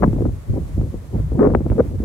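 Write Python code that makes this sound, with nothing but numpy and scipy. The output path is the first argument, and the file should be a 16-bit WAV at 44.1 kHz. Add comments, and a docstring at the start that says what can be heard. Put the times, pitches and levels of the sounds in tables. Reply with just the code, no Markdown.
"""Gusty wind on a phone microphone under a tree

Turbulent pressure buffets two ports: large eddies rumble, smaller ones flutter, both as shaped noise.
Tearing noise brightens the flutter as it strengthens. The hardest gusts shed rapid trains of vortices,
made as tones of wandering pitch; single eddies slap the ports as decaying swings with a sharp crack.
Behind them the air rushes and leaves rustle, as shaped noise and random ticks.
"""
import sys
import numpy as np
from scipy import signal
from scipy.fft import rfft, irfft
from scipy.io import wavfile
from scipy.ndimage import uniform_filter1d, minimum_filter1d

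SR = 44100
rng = np.random.default_rng(int(sys.argv[2]) if len(sys.argv) > 2 else 0)


def bounce(signal):
    """Save signal as a 16-bit WAV file at the path given by the first command-line argument."""
    frames = np.transpose(np.atleast_2d(signal))
    limited = np.clip(frames, -1, 1)
    pcm = np.round(limited * 32767).astype(np.int16)
    wavfile.write(sys.argv[1], SR, pcm)


N = 90228
T = np.arange(N) / SR  # time in s


def undb(db):
    """Logarithmic level: decibels to amplitude gain."""
    return 10 ** (np.asarray(db) / 20)


def unit(x):
    """Normalisation: scale to rms 1."""
    return x / np.sqrt(np.mean(x ** 2))


def curve(rows):
    """Linear interpolation: join (s, value) rows by straight lines."""
    return np.interp(T, *np.array(rows).T)


def smooth_twice(x, size, mode="reflect"):
    """Moving average, applied twice for a triangular window."""
    return uniform_filter1d(uniform_filter1d(x, size, mode=mode), size, mode=mode)


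def colour(x, points):
    """Spectral shaping: weight the spectrum of x by (Hz, dB) points, at rms 1."""
    hz, db = np.array(points).T
    bin_hz = np.maximum(np.arange(N // 2 + 1) * SR / N, 1)
    weight_db = np.interp(np.log(bin_hz), np.log(hz), db)
    return unit(irfft(rfft(x) * undb(weight_db), N))


def walk(rate):
    """Low-pass random process: a smooth wander of rms 1, averaged over 1/rate seconds."""
    return unit(smooth_twice(rng.standard_normal(N), int(SR / rate), mode="wrap"))


def pair(mid, side, likeness):
    """Partial coherence: left and right with a given correlation, from independent mid and side."""
    shared = np.sqrt((1 + likeness) / 2) * mid
    opposed = np.sqrt((1 - likeness) / 2) * side
    return shared + opposed * np.array([[1], [-1]])


def eddies(points, likeness, span_s):
    """Turbulent pressure: coherent noise on both ports, of even strength over spans longer than span_s."""
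    pressure = colour(pair(*rng.standard_normal((2, N)), likeness), points)
    power = np.mean(abs(signal.hilbert(pressure)) ** 2, axis=0)
    return unit(pressure / np.sqrt(smooth_twice(power, int(span_s * SR))))


# Large slow eddies, before the trim RUMBLE_DB: [start_s, level_db]
RUMBLE_EDDIES = [(0.0, -27), (0.04, -19), (0.11, -18), (0.13, -19.5), (0.3, -20), (0.44, -38), (0.46, -42),
                 (0.5, -14), (0.6, -30), (0.62, -22), (0.69, -32.5), (0.79, -16), (0.84, -18.5),
                 (0.86, -29), (0.9, -21.5), (0.92, -40), (0.96, -25), (1.02, -35.5), (1.11, -33.5),
                 (1.16, -17), (1.3, -23.5), (1.35, -16.5), (1.38, -27), (1.57, -16.5), (1.6, -22.5),
                 (1.69, -21.5), (1.72, -13), (1.78, -29), (1.82, -21.5), (1.85, -24.5), (1.9, -25),
                 (1.93, -23.5), (2.05, -21.5)]
# Relative spectrum of the large eddies: [frequency_hz, density_db]
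RUMBLE_SPECTRUM = [(15, -41), (30, -35), (45, -1.5), (65, -1.5), (100, -4), (150, -8), (220, -23.5),
                   (400, -34.5), (900, -81)]
RUMBLE_LIKENESS, RUMBLE_DB = 0.75, 0.5  # correlation between the ports; level trim in dB


def rumble():
    """Large-scale turbulence: slow eddies push on the ports as low-frequency pressure."""
    pressure = eddies(RUMBLE_SPECTRUM, RUMBLE_LIKENESS, span_s=0.051)
    return pressure * undb(curve(RUMBLE_EDDIES) + RUMBLE_DB)


# Small fast eddies, before lumps and the trim BUFFET_DB: [start_s, level_db]
BUFFET_EDDIES = [(0,-31),(.015,-26),(.03,-18.5),(.05,-13.5),(.085,-22),(.11,-38),(.14,-25),(.195,-34),(.218,-22.5),(.24,-38),(.26,-21.5),(.3,-32),(.33,-43),(.46,-49),(.53,-36.5),(.585,-22),(.61,-34),(.66,-50.5),(.7,-32.5),(.745,-54.5),(.78,-35.5),(.83,-27),(.9,-49),(.945,-29),(.97,-49.5),(1.125,-43),(1.16,-25.5),(1.205,-31.5),(1.27,-60),(1.325,-29.5),(1.37,-25.5),(1.4,-13),(1.48,-21),(1.52,-25),(1.555,-17.5),(1.59,-34.5),(1.615,-24.5),(1.635,-46),(1.665,-16),(1.69,-42),(1.715,-26),(1.745,-25.5),(1.8,-19),(1.835,-39),(1.855,-32.5),(1.89,-40),(1.92,-33.5),(1.96,-31.5),(1.98,-53),(2.005,-43),(2.05,-19.5)]
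# Relative spectrum of the small eddies: [frequency_hz, density_db]
BUFFET_SPECTRUM = [(80, -13.5), (160, 0), (230, 1.5), (380, -4.5), (520, -8.5), (700, -19), (1000, -28),
                   (1600, -57), (3000, -83)]
# Relative spectrum of tearing air, heard here and in gusts and slaps: [frequency_hz, density_db]
TEAR_SPECTRUM = [(250, -8.5), (550, 4.5), (800, 4.5), (1200, 5), (1600, -8.5), (2200, -19.5), (2800, -47),
                 (4500, -52.5)]
BUFFET_LIKENESS, TEAR_LIKENESS = 0.89, 0.93  # correlation between the ports
BUFFET_DB = 1  # level trim of the flutter
LUMP_DB, LUMPS_PER_S = 3.5, 95  # eddies arrive in lumps: rms swing, rate of the wander
# tearing noise when the untrimmed flutter is at STRONG_DB; its dB per dB of flutter; its flicker
STRONG_DB, TEAR_DB, TEAR_GROWTH, TEAR_FLICKER_DB = -21, -52, 2.7, -2


def buffeting():
    """Small-scale turbulence: eddies flutter, and their tearing edge grows faster than they do."""
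    level_db = curve(BUFFET_EDDIES) + LUMP_DB * walk(LUMPS_PER_S)
    flutter = eddies(BUFFET_SPECTRUM, BUFFET_LIKENESS, span_s=0.0083) * undb(level_db + BUFFET_DB)
    tear_db = TEAR_DB + TEAR_GROWTH * (level_db - STRONG_DB) + TEAR_FLICKER_DB * walk(130)
    return flutter + eddies(TEAR_SPECTRUM, TEAR_LIKENESS, span_s=0.013) * undb(tear_db)


# Hard gusts; levels before the swell, which is the dB rise from start to end; rate before wandering:
# [start_s, length_s, level_db, swell_db, vortex_rate_hz, irregularity (log rate), tear_level_db]
VORTEX_GUSTS = [(0.023, 0.0043, -14.5, -9, 330, 0.25, -20), (0.029, 0.011, -20, 14, 538.2, 0.43, -14.5),
                (0.214, 0.0097, -20.5, 8.5, 379.4, 0.29, -47), (0.257, 0.0079, -18, -2, 280, 0.28, -34),
                (1.391, 0.041, -19, -2, 235, .2, -33.5), (1.408, 0.016, -10, 3, 374.2, 0.22, -32),
                (1.429, .045, -10, -4.5, 399.5, .3, -24.5), (1.477, 0.049, -24, -16, 480, .35, -43),
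                (1.781, 0.026, -11, 6.5, 450, .22, -31.5)]
GUST_ATTACK_S, GUST_DECAY_S = 0.0014, 0.0027
VORTEX_LIKENESS, VORTEX_SCATTER_DB = 0.64, 1.7  # correlation between the ports; spread of strength
SPIT_DB, SPIT_SCATTER_DB = 3, 4.5  # swing of the tearing noise within a cycle; its random swing


def gusts():
    """Vortex shedding: fast air sheds uneven vortices at the port rims, each with a spit of tearing noise."""
    out = np.zeros((2, N))
    tear = eddies(TEAR_SPECTRUM, TEAR_LIKENESS, span_s=0.009)
    for start, length, level_db, swell_db, hz, irregular, tear_db in VORTEX_GUSTS:
        along = np.clip((T - start) / length, 0, 1)
        attack = np.sin(np.clip((T - start) / GUST_ATTACK_S + .5, 0, 1) * np.pi / 2) ** 2
        release = np.exp(-np.maximum(T - start - length, 0) / GUST_DECAY_S)
        envelope = attack * release * undb(swell_db * (along - .5))

        shedding_hz = hz * np.exp(irregular * np.tanh(walk(512)))
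        phase = 2 * np.pi * np.cumsum(shedding_hz) / SR
        mid = unit(np.sin(phase) * undb(VORTEX_SCATTER_DB * walk(350)))
        side = unit(np.cos(phase) * walk(150))
        vortices = pair(mid, side, VORTEX_LIKENESS)

        spit = unit(undb(SPIT_DB * np.sin(phase) + SPIT_SCATTER_DB * np.tanh(walk(210))))
        out += envelope * (undb(level_db) * vortices + undb(tear_db) * spit * tear)
    return out


# Single eddies that slap the ports; level is the swing's envelope peak, pitch its value at the onset,
# crack level the gain of its pulse: [start_s, level_db, pitch_hz, crack_level_db, crack_time_scale_ms]
EDDY_SLAPS = [(0.0331, -5, 496, 11, 0.31), (.039, -4, 740, -12, .25), (0.045, -8, 310, -35, .4),
              (.078, -5.5, 284, -28, .5), (.131, -15.5, 416, -16, 0.41), (.165, -15, 333, -29, 0.61),
              (.207, -11.5, 450, -29, 0.98), (.254, -14.5, 520, -11, 0.41), (.293, -25, 463, -24, 0.39),
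              (.581, -15.5, 340, -43, 0.73), (.778, -12.5, 313, -49, 0.59), (.814, -13.5, 330, -26, .3),
              (.942, -16, 380, -47, .49), (1.149, -17, 377, -26, 0.73), (1.2, -18, 403, -20, 1),
              (1.319, -15, 391, -27, 0.43), (1.394, -11, 448, -4.5, 0.32), (1.413, -16, 422, -17.5, 0.39),
              (1.432, -13, 402, -5, 0.43), (1.444, -12, 531, -1, 0.38), (1.452, -10, 420, -1.5, 0.35),
              (1.471, -3.5, 381, -9, 0.28), (1.504, -15.5, 450, -13, 0.34), (1.538, -17.5, 301, -7.5, .4),
              (1.5498, -1.5, 580, 4.5, 0.25), (1.551, -5, 434, -20.5, 0.65), (1.606, -12, 324, -18, .47),
              (1.664, -11, 443, -16, 0.68), (1.701, -13.5, 346, -18.5, .17),
              (1.719, -23.5, 260, -8.5, 0.41), (1.729, -27, 276, -12.5, 0.41),
              (1.8031, -10, 440, -2.5, 0.34), (2.002, -13.5, 307, -49, .79)]
SLAP_CYCLES, SLAP_SAG = 1.25, 0.25  # decay scale in onset cycles; how quickly the swing slows
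WAKE_DB, WAKE_RISE_S, WAKE_S = -18.5, .001, 0.0022  # wake gain relative to the crack; rise; decay


def slaps():
    """Impulsive pressure: a sharp crack, a swing that slows and dies, and a ragged turbulent wake."""
    out, wake = np.zeros(N), np.zeros(N)
    for start, level_db, hz, crack_db, crack_ms in EDDY_SLAPS:
        since = np.maximum(T - start, 0)
        cycles = since * hz
        age = cycles / SLAP_CYCLES
        slowing_phase = 2 * np.pi * np.log1p(SLAP_SAG * cycles) / SLAP_SAG
        swing = -np.sin(slowing_phase) * 2 * age * np.exp(1 - 2 * age)
        u = (T - start) * 1000 / crack_ms
        crack = u / (1 + u ** 2 / 4) ** 4  # negative, then positive, about the start
        out += undb(level_db) * swing + undb(crack_db) * crack
        wake_envelope = np.tanh(since / WAKE_RISE_S) ** 2 * np.exp(-since / WAKE_S)
        wake += undb(crack_db + WAKE_DB) * wake_envelope
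    return out + wake * eddies(TEAR_SPECTRUM, TEAR_LIKENESS, span_s=0.0012)


LEE_HZ, LEE_DB, LEE_LEAK = 619, 0.13, 0.27  # low-pass corner, gain, share reaching the lee undulled


def ports(x):
    """Sheltering: the left port faces the wind; a low-pass makes the right slightly later and duller."""
    lee = signal.sosfilt(signal.butter(2, LEE_HZ, fs=SR, output="sos"), x[1])
    right = undb(LEE_DB) * ((1 - LEE_LEAK) * lee + LEE_LEAK * x[1])
    return np.array([x[0], right])


# Relative spectrum of air rushing through the crown: [frequency_hz, density_db]
CROWN_SPECTRUM = [(100, -17), (300, -13), (430, -3), (560, 9.5), (750, 0), (1080, 0.5), (1500, -6),
                  (2100, -8), (3000, -19.5), (6000, -23)]
# Relative spectrum of brushing and ticking leaves: [frequency_hz, density_db]
LEAF_SPECTRUM = [(800, 1), (2500, 3.5), (3500, 3), (5200, 0.5), (7200, 2.5), (11000, -0.5), (13000, -1),
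                 (15500, -29.5)]
# Slow swell and ease of the leaf rustle: [start_s, level_change_db]
RUSTLE_SWAY = [(0, 0.5), (.4, -1), (.65, -0.5), (.82, -0.5), (1.05, -1.5), (1.6, -3), (1.77, -1.5),
               (2.05, -2.5)]
TREE_DB, LEAF_DB, LEAF_TICK_DB = -50, -57.5, -61.5  # before wander and sway
LEAF_TICKS_PER_S = 1600  # mean rate on each side


def tree():
    """Superposed random sources: air rushes softly through the crown; countless leaves brush and tick."""
    rush = colour(pair(*rng.standard_normal((2, N)), likeness=0.067), CROWN_SPECTRUM)
    rush *= undb(TREE_DB + 1.75 * walk(27))
    brush = colour(pair(*rng.standard_normal((2, N)), likeness=0.055), LEAF_SPECTRUM)
    brush *= undb(LEAF_DB + .5 * walk(5.2) + .5 * walk(40))
    touches = (rng.random((2, N)) < LEAF_TICKS_PER_S / SR) * rng.standard_normal((2, N))
    ticks = undb(LEAF_TICK_DB) * colour(touches, LEAF_SPECTRUM)
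    return rush + (brush + ticks) * undb(curve(RUSTLE_SWAY))


def scene():
    """Linear superposition: wind on the ports in front of the rustling tree."""
    return rumble() + ports(buffeting() + gusts() + slaps()) + tree()


LIMIT, LIMITER_S, TOP_HZ = .91, .0015, 15700  # peak threshold; smoothing time; top of the band


def record(dry):
    """Peak limiting and band limiting: fast gain dips ease the highest peaks; a low-pass cuts the top."""
    size = int(LIMITER_S * SR)
    needed_gain = np.minimum(1, LIMIT / (abs(dry).max(axis=0) + 1e-9))
    held_gain = minimum_filter1d(needed_gain, 2 * size + 1)
    limited = dry * smooth_twice(held_gain, size)
    return signal.sosfilt(signal.ellip(8, .2, 70, TOP_HZ, fs=SR, output="sos"), limited)


dry = scene()
out = record(dry)
bounce(out)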